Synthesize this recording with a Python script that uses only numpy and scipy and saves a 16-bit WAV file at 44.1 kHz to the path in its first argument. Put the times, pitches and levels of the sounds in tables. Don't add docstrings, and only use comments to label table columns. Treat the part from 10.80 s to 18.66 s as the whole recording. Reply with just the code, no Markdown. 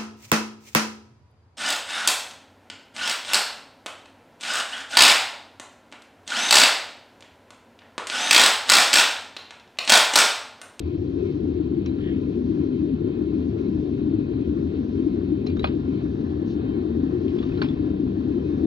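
import sys
import numpy as np
from scipy import signal
from scipy.fft import rfft, irfft, next_fast_len
from scipy.io import wavfile
from scipy.ndimage import uniform_filter1d

SR = 44100
rng = np.random.default_rng(int(sys.argv[2]) if len(sys.argv) > 2 else 0)


def voltage_ratio(level):
    return 10 ** (np.asarray(level, float) / 20)


def master(y):
    cut = np.clip(np.atleast_2d(y).T, -1, 1)
    pcm = np.round(cut * 32767)
    wavfile.write(sys.argv[1], SR, pcm.astype(np.int16))


N = 346626
SECONDS = np.arange(N) / SR
SIZE = next_fast_len(N + 8192)
HZ = np.maximum(np.arange(SIZE // 2 + 1) * SR / SIZE, 1)


def in_time(rows):
    s, values = np.transpose(rows)
    return np.interp(SECONDS, s, values)


def at_hz(points):
    hz, *columns = np.transpose(points)
    return [np.interp(np.log(HZ), np.log(hz), c) for c in columns]


def colour(spectrum):
    inside = (HZ >= spectrum[0][0]) & (HZ <= spectrum[-1][0])
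    return voltage_ratio(at_hz(spectrum)[0]) * inside


def resonance(hz, width_hz):
    return 1 / (1 + (2 * (HZ - hz) / width_hz) ** 2)


def filtered(x, gain):
    return irfft(rfft(x, SIZE) * gain, SIZE)[:, :N]


def drift(rate_hz):
    hz = HZ[:SIZE // 64 + 1]
    lowpass = (hz > 1) / (1 + (hz / rate_hz) ** 2)
    slow = irfft(rfft(rng.standard_normal(SIZE // 64 * 2)) * lowpass)
    return np.interp(np.arange(N) / 32, np.arange(len(slow)), slow / slow.std())


def noise(gain, patchy_db, rate_hz, even_s):
    x = filtered(rng.standard_normal((2, SIZE)), gain) * voltage_ratio(patchy_db * drift(rate_hz))
    span = int(even_s * SR)
    power = uniform_filter1d(uniform_filter1d(x ** 2, span), span)
    return x / np.sqrt(power + 1e-20)


def swells(roar, rows, offset_db, rise_s, t60_s, hush):
    t = np.arange(16384) / SR
    rings, busy = np.zeros((2, N + len(t))), np.zeros(N + len(t))
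    shape = voltage_ratio(-60 * t / t60_s) * (1 - np.exp(-t / rise_s)) ** 2
    shape /= shape.max()
    phases = rng.uniform(0, 2 * np.pi, (len(rows), 2, 1))
    for (s, db, hz), phase in zip(rows, phases):
        start = round(s * SR)
        rings[:, start:start + len(t)] += voltage_ratio(db + offset_db) * shape * np.sin(2 * np.pi * hz * t + phase)
        busy[start:start + len(t)] += shape * (2 - shape)
    return roar * (1 - hush * np.tanh(1.4 * busy[:N])) + rings[:, :N]


def furnace():
    # time in seconds, boom of the chamber in dB.
    flame = [(0.0, -30), (0.37, -24.5), (1.14, -27), (2.06, -24), (2.19, -30), (2.21, -25.5), (4.16, -27),
             (4.18, -25.5), (4.88, -27.5), (4.97, -25), (5.03, -34.5), (5.08, -26.5), (5.45, -28),
             (6.57, -25), (6.63, -30.5), (6.67, -26.5), (7.75, -25.5), (7.86, -24)]
    # frequency in Hz, density in dB per Hz.
    throb_colour = [(15, -51.5), (25, -25), (70, -1), (86, -7), (125, -6.5), (160, -37.5), (280, -120)]
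    drone_colour = [(110, -40.5), (125, -2.5), (180, -3.5), (235, 0), (250, -28.5)]
    boom_colour = [(225, -40.5), (240, -4), (300, 0.5), (355, -5.5), (402, -8.5), (450, -11), (510, -23),
                   (620, -26), (700, -61)]
    # frequency in Hz, width in Hz, dB over the noise between.
    standing_waves = [(79.3, 9, 3.5), (102.4, 19, 2), (143.8, 13, 4.5), (166.7, 6.8, 4.5),
                      (193.5, 9.7, 8.5), (228.1, 9.6, 7.5), (261.6, 18, 7), (299.1, 11, 3.5),
                      (329.5, 24, 0), (355, 18, 5), (392.6, 22, 2.5), (426.6, 20, -6)]
    # start in seconds, peak in dB, pitch in Hz.
    surges = [(0.022, -21.5, 82.2), (0.166, -25, 89.6), (0.425, -25, 95), (0.636, -23, 86),
              (0.723, -26.5, 81.5), (1.001, -26, 85.4), (1.347, -26.5, 91.2), (1.516, -31.5, 86.6),
              (1.825, -26.5, 90.4), (1.969, -27.5, 84), (2.23, -23, 95.8), (2.551, -25.5, 83.6),
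              (2.698, -27, 105), (2.955, -26, 72.5), (3.332, -25, 107.9), (3.669, -26.5, 78.5),
              (3.83, -22.5, 83.4), (3.956, -26, 88.2), (4.115, -24, 91), (4.395, -25.5, 95.6),
              (4.675, -22, 88.3), (5.031, -25.5, 88), (5.408, -27.5, 88.8), (5.951, -26, 92.8),
              (6.154, -25.5, 88.9), (6.368, -27, 91.5), (6.465, -26, 85.2), (6.735, -28, 95.3),
              (7.304, -24.5, 101.4), (7.458, -25.5, 96.9)]
    # start in seconds, peak in dB, pitch in Hz.
    puffs = [(0.142, -19, 301), (0.335, -17.5, 305.4), (0.422, -16.5, 380), (0.799, -13.5, 308),
             (0.972, -15, 325.7), (1.106, -18.5, 280.5), (1.612, -25, 264.6), (1.699, -12.5, 310.3),
             (1.797, -17.5, 281.6), (1.981, -16.5, 301.6), (2.123, -15, 251), (2.674, -19.5, 257),
             (2.801, -18.5, 352.4), (2.955, -16.5, 305), (3.27, -13.5, 291.3), (3.332, -11, 310.6),
             (3.548, -18.5, 272.4), (3.698, -16.5, 294.5), (3.823, -16.5, 313), (4.262, -11, 306),
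             (4.436, -15, 292), (4.517, -11.5, 307.7), (4.955, -14.5, 296.5), (5.083, -14, 259),
             (5.173, -20.5, 332), (5.342, -17, 297), (5.696, -19, 336), (5.802, -20.5, 287),
             (5.887, -19, 270.6), (6.229, -13, 276), (6.345, -18.5, 355), (6.535, -15.5, 348.6),
             (6.673, -16.5, 264), (6.841, -12.5, 261), (6.993, -16.5, 299.3), (7.235, -15, 264),
             (7.393, -16, 272), (7.558, -16, 341), (7.703, -18.5, 284), (7.832, -11.5, 316)]

    boom_db = in_time(flame)
    swing_db = boom_db - boom_db.mean()
    throb_db = -33.5 - 0.2 * swing_db
    warm_up_db = np.exp(-SECONDS / 0.99)
    drone_db = -31.5 + 0.09 * swing_db + warm_up_db
    standing = 0.72 + sum(voltage_ratio(db) * resonance(hz, width_hz) for hz, width_hz, db in standing_waves)

    throb = voltage_ratio(throb_db) * noise(colour(throb_colour) * standing, patchy_db=0.5, rate_hz=7.5, even_s=0.5)
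    drone = voltage_ratio(drone_db) * noise(colour(drone_colour) * standing, patchy_db=-0.5, rate_hz=21, even_s=0.66)
    boom = voltage_ratio(boom_db) * noise(colour(boom_colour) * standing, patchy_db=0.93, rate_hz=60, even_s=0.21)
    tube = swells(throb, surges, offset_db=-3, rise_s=0.015, t60_s=0.31, hush=0.36)
    chamber = swells(boom, puffs, offset_db=-3, rise_s=0.005, t60_s=0.075, hush=0.44)
    roar = tube + drone + chamber

    lowest = filtered(roar, resonance(224, 81))
    return roar - 0.85 * np.exp(-(SECONDS / 0.78) ** 2) * lowest


def ticks():
    # start in seconds, knock in dB, crack in dB, t60 in seconds, snap in dB over the crack.
    bright_ticks = [
        (1.06, -44.5, -46, 0.076, 5),
        (3.691, -45, -62.5, 0.037, 5),
        (4.665, -43.5, -45.5, 0.14, -0.5),
        (4.768, -33, -51, 0.028, 0),
        (4.794, -41, -45, 0.052, -5),
        (6.822, -53, -47.5, 0.082, 4),
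        (7.201, -62.5, -60.5, .06, 4),
    ]
    # start in seconds, knock in dB, crack in dB, t60 in seconds.
    dull_ticks = [(1.185, -51.5, -55, 0.08), (4.697, -50, -51, 0.14), (4.83, -68, -46, 0.11),
                  (4.842, -20, -29.5, 0.05), (4.871, -40.5, -40, 0.11), (6.481, -53.5, -49.5, .055),
                  (6.584, -41.5, -45, 0.056), (6.627, -40, -46.5, 0.09), (6.718, -42.5, -56, 0.06),
                  (6.75, -59, -50.5, 0.066), (6.695, -41.5, -64, .05), (6.774, -57.5, -49, 0.036),
                  (6.816, -30, -35.5, 0.16), (6.844, -34, -45, 0.082), (6.886, -53, -46.5, 0.027),
                  (7.275, -47.5, -64, 0.032), (7.406, -45.5, -65, 0.033)]
    dull_snap_db = -29.5

    t = np.arange(8192) / SR
    out = np.zeros((2, N + len(t)))
    band_edges = [(3, [520, 1490]), (5, [1800, 4720]), (3, [5000, 6900])]
    bands = [signal.butter(order, hz, "band", fs=SR, output="sos") for order, hz in band_edges]
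    contact = 1.4 * voltage_ratio(-60 * t / 0.0075)
    yard_answer = 0.18 * voltage_ratio(-60 * t / 0.36)
    rise = np.minimum(t / 0.0003, 1)
    rows = bright_ticks + [(*row, dull_snap_db) for row in dull_ticks]
    for s, knock_db, crack_db, t60_s, snap_db in rows:
        start = round(s * SR)
        envelope = (contact + voltage_ratio(-60 * t / t60_s) + yard_answer) * rise
        burst = rng.standard_normal((3, 2, len(t))) * envelope
        burst[2] *= voltage_ratio(-60 * t * 0.6 / t60_s)
        burst[..., 0] += 3.5
        levels_db = knock_db, crack_db, crack_db + snap_db
        for band, level_db, white in zip(bands, levels_db, burst):
            out[:, start:start + len(t)] += voltage_ratio(level_db + 3.5) * signal.sosfilt(band, white)
    return out[:, :N]


def rings():
    # start in seconds, frequency in Hz, peak in dB, t60 in seconds.
    modes = [(1.06, 4000, -50, 0.16), (1.062, 2360, -54, 0.11), (1.085, 3910, -51.5, 0.077),
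             (1.185, 1370, -55, 0.086), (4.665, 5110, -42, 0.052), (4.669, 4060, -37, 0.05),
             (4.676, 2380, -45.5, 0.12), (4.697, 2380, -57, 0.14), (4.712, 4020, -54, 0.076),
             (4.769, 3680, -46.5, 0.061), (4.793, 3860, -36.5, 0.054), (4.793, 7150, -50, .05),
             (4.82, 3950, -43, 0.12), (4.842, 596, -28, 0.071), (4.842, 2484, -32, 0.083),
             (4.843, 4700, -28.5, 0.018), (4.852, 4200, -36, 0.084), (4.855, 6600, -56, 0.13),
             (6.588, 3425, -47.5, 0.12), (6.72, 2530, -50, .05), (6.826, 5180, -48, .2),
             (6.774, 1400, -46, 0.23), (6.776, 4070, -47.5, 0.075), (6.819, 1505, -28.5, 0.037),
             (6.817, 1050, -34.5, 0.081), (6.817, 4410, -31.5, 0.05), (6.818, 3675, -38, 0.037),
             (6.825, 2360, -44, 0.1), (6.855, 2540, -49, 0.06), (6.886, 3480, -47.5, 0.11),
             (1.061, 1600, -55, 0.066), (1.061, 2680, -54, .07), (1.061, 5900, -54, 0.067),
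             (4.667, 6600, -56, .08), (4.675, 5700, -56, .08), (4.697, 4650, -53, .1),
             (4.735, 3350, -59, .08), (4.769, 6500, -54, 0.057), (4.831, 5300, -57, 0.054),
             (4.843, 1230, -28.5, 0.055), (4.842, 3400, -40, .06), (4.871, 950, -40, 0.049),
             (6.63, 1200, -45, 0.063), (6.633, 3650, -47, .06), (6.664, 1030, -49, 0.1),
             (6.818, 650, -45, 0.049), (6.818, 2950, -55, 0.07), (6.963, 1020, -59, .05),
             (4.842, 783, -31, 0.046), (4.666, 738, -42.5, .07)]
    t = np.arange(8192) / SR
    out = np.zeros((2, N + len(t)))
    rise = np.minimum(t / 0.0012, 1)
    for s, hz, peak_db, t60_s in modes:
        start = round(s * SR)
        rattle = 1 + 0.43 * np.interp(t, np.linspace(0, t[-1], 120), rng.standard_normal(120))
        envelope = voltage_ratio(peak_db - 60 * t / t60_s) * rise * rattle
        detune, phase = rng.uniform(-0.84, 1, (2, 2, 1))
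        mode = np.sin(2 * np.pi * hz * t + [[0], [1.5]])
        partner = 0.55 * np.sin(2 * np.pi * hz * (1 + 0.033 * detune) * t + np.pi * phase)
        out[:, start:start + len(t)] += envelope * (mode + partner)
    return out[:, :N]


def rustles():
    # loudest moment in seconds, level in dB, rise in seconds, fall in seconds.
    moments = [
        (1.269, -53, 0.071, 0.1),
        (5.704, -55.5, 0.043, 0.048),
        (6.64, -57.5, 0.25, 0.43),
    ]
    # first resonance in Hz, second in Hz, width in Hz.
    colours = [
        (1870, 3230, 1000),
        (3800, 6100, 2500),
        (1800, 4900, 5200),
    ]
    out = np.zeros((2, N))
    for (s, db, rise_s, fall_s), (first_hz, second_hz, width_hz) in zip(moments, colours):
        unevenness_db = 1.4 * rng.exponential(1, N) + 1.4 * drift(60)
        clicks = rng.standard_normal((2, N)) * voltage_ratio(unevenness_db)
        t = SECONDS - s
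        away = np.where(t < 0, -t / rise_s, t / fall_s)
        level_db = db - 9.5 * np.minimum(away, 4) ** 2
        body = (resonance(first_hz, width_hz) + resonance(second_hz, width_hz)) ** 2
        out += filtered(clicks / clicks.std() * voltage_ratio(level_db), body / np.sqrt(np.mean(body ** 2)))
    return out


def gas_jet():
    # frequency in Hz, density in dB per Hz.
    jet_colour = [(1060, -32), (1800, -7.5), (1970, -2.5), (2160, -3), (2340, -5), (2580, 1), (2910, -4),
                  (3170, 0.5), (3500, -1), (3550, -5.5), (3790, 0.5), (4540, -2), (4900, -15.5),
                  (6370, -39), (10800, -120)]
    return voltage_ratio(-62.5) * noise(colour(jet_colour), patchy_db=1.16, rate_hz=13, even_s=0.25)


def whistles():
    # frequency in Hz, level in dB rms, width in Hz.
    lines = [(1020, -66, 130), (1243, -76.5, 62), (1400, -72, 40), (2190, -74, 34), (2360, -76.5, 52),
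             (2520, -73.5, 37), (2640, -77, 30), (3100, -74.5, 25), (3770, -78.5, 20), (3920, -78, 22),
             (4110, -75.5, 45), (4472, -81, 50)]
    gain = sum(voltage_ratio(db) * resonance(hz, width_hz) / np.sqrt(width_hz) for hz, db, width_hz in lines)
    total = np.linalg.norm(voltage_ratio(np.array(lines)[:, 1]))
    breathy = total * noise(gain, patchy_db=3, rate_hz=2.2, even_s=0.8)
    pipe_db = -72 + 1.8 * drift(1.6) - 5.5 * np.exp(-SECONDS / 2.8)
    wobble = 0.7 * np.array([drift(8.4), drift(4.2)])
    return breathy + np.sqrt(2) * voltage_ratio(pipe_db) * np.sin(2 * np.pi * 3656 * SECONDS + wobble)


def insects():
    # frequency in Hz, density in dB per Hz.
    chorus_colour = [(2760, -28), (4700, -6), (4910, -4), (5660, -8), (6020, -7.5), (7830, -34),
                     (13200, -120)]
    first_crest_s, period_s, rising_share = 0.52, 1.21, 0.65
    turn = ((SECONDS - first_crest_s) / period_s) % 1
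    level_db = -76.5 + 6 * np.interp(turn, [0, 1 - rising_share, 1], [1, 0, 1])
    return voltage_ratio(level_db) * noise(colour(chorus_colour), patchy_db=1.1, rate_hz=15, even_s=0.3)


def traffic():
    # frequency in Hz, density in dB per Hz.
    road_colour = [(280, -30.5), (480, 2.5), (510, -6), (581, -9), (624, -12), (663, -6), (971, -18.5),
                   (1060, -11), (1180, -19), (1790, -18.5), (2000, -26.5), (2600, -54), (4400, -120)]
    # time in seconds, level in dB.
    approach = [
        (0, -54),
        (2.2, -52.5),
        (4.8, -52.5),
        (5.8, -49),
        (6.8, -48.5),
        (7.2, -51),
        (7.86, -48),
    ]
    return voltage_ratio(in_time(approach)) * noise(colour(road_colour), patchy_db=1.55, rate_hz=20, even_s=0.39)


def self_noise():
    # frequency in Hz, density in dB per Hz.
    hiss_colour = [(6200, -15), (6900, 3.5), (7600, -3), (9800, -3.5), (10500, -8), (11400, -6.5),
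                   (11550, -26.5), (12350, -27), (12450, -8.5), (13300, -9), (14400, -7)]
    return voltage_ratio(-88.5) * noise(colour(hiss_colour), patchy_db=1.3, rate_hz=30, even_s=0.3)


def ports(direct, diffuse, focus):
    # frequency in Hz, left minus right in dB, left's lead in radians, likeness from 0 to 1.
    differences = [(30, 2, .1, .96), (100, 2, .2, .98), (170, 2.5, .33, .99), (250, 4.8, .52, .995),
                   (300, 6.5, .65, .995), (400, 11, .92, .95), (490, 10.5, 1.6, .15), (600, 8, 3.9, .75),
                   (760, 1.2, 4.2, .82), (1800, 0, 4.6, .85), (2800, .4, 4.05, .82), (3550, 1.5, 4.5, .45),
                   (4200, .3, 6.0, .76), (4700, .2, 6.5, .7), (5400, .6, 6.7, .35), (7000, .3, 6.28, .8),
                   (9000, .3, 6.28, .94), (10500, 1, 7.5, .5), (14000, 0, 6.28, .9)]
    balance_db, lead, alike = at_hz(differences)
    alike = 1 - (1 - alike) * (1 - focus)
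    right = voltage_ratio(-balance_db)
    mean = np.sqrt(1 + right ** 2 + 2 * right * alike * np.cos(lead)) / 2
    margin = 2048
    padded = np.pad([direct, diffuse], [(0, 0), (margin, margin)], "reflect", reflect_type="odd")
    a, b = rfft(padded, SIZE)
    right_port = right * (alike * a * np.exp(-1j * lead) + np.sqrt(1 - alike ** 2) * b)
    return irfft(np.array([a, right_port]) / mean, SIZE)[:, margin:margin + N]


def scene():
    far = furnace() + gas_jet() + whistles() + insects() + traffic() + self_noise()
    near_lowpass = signal.butter(4, 4900, fs=SR, output="sos")
    near = signal.sosfilt(near_lowpass, ticks() + rings() + rustles())
    return ports(*far, focus=0) + ports(*near, focus=0.77)


def band_limit(x):
    return signal.sosfilt(signal.butter(12, 14450, fs=SR, output="sos"), x)


def record(dry):
    n = np.arange(N)
    image = voltage_ratio(-64.5) * dry * np.cos(np.pi / 2 * n)
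    to_end = np.minimum(n, N - n)
    fade = np.sin(np.pi / 2 * np.minimum(to_end / 200, 1)) ** 2
    return band_limit((dry + image) * fade)


dry = scene()
out = record(dry)
master(out)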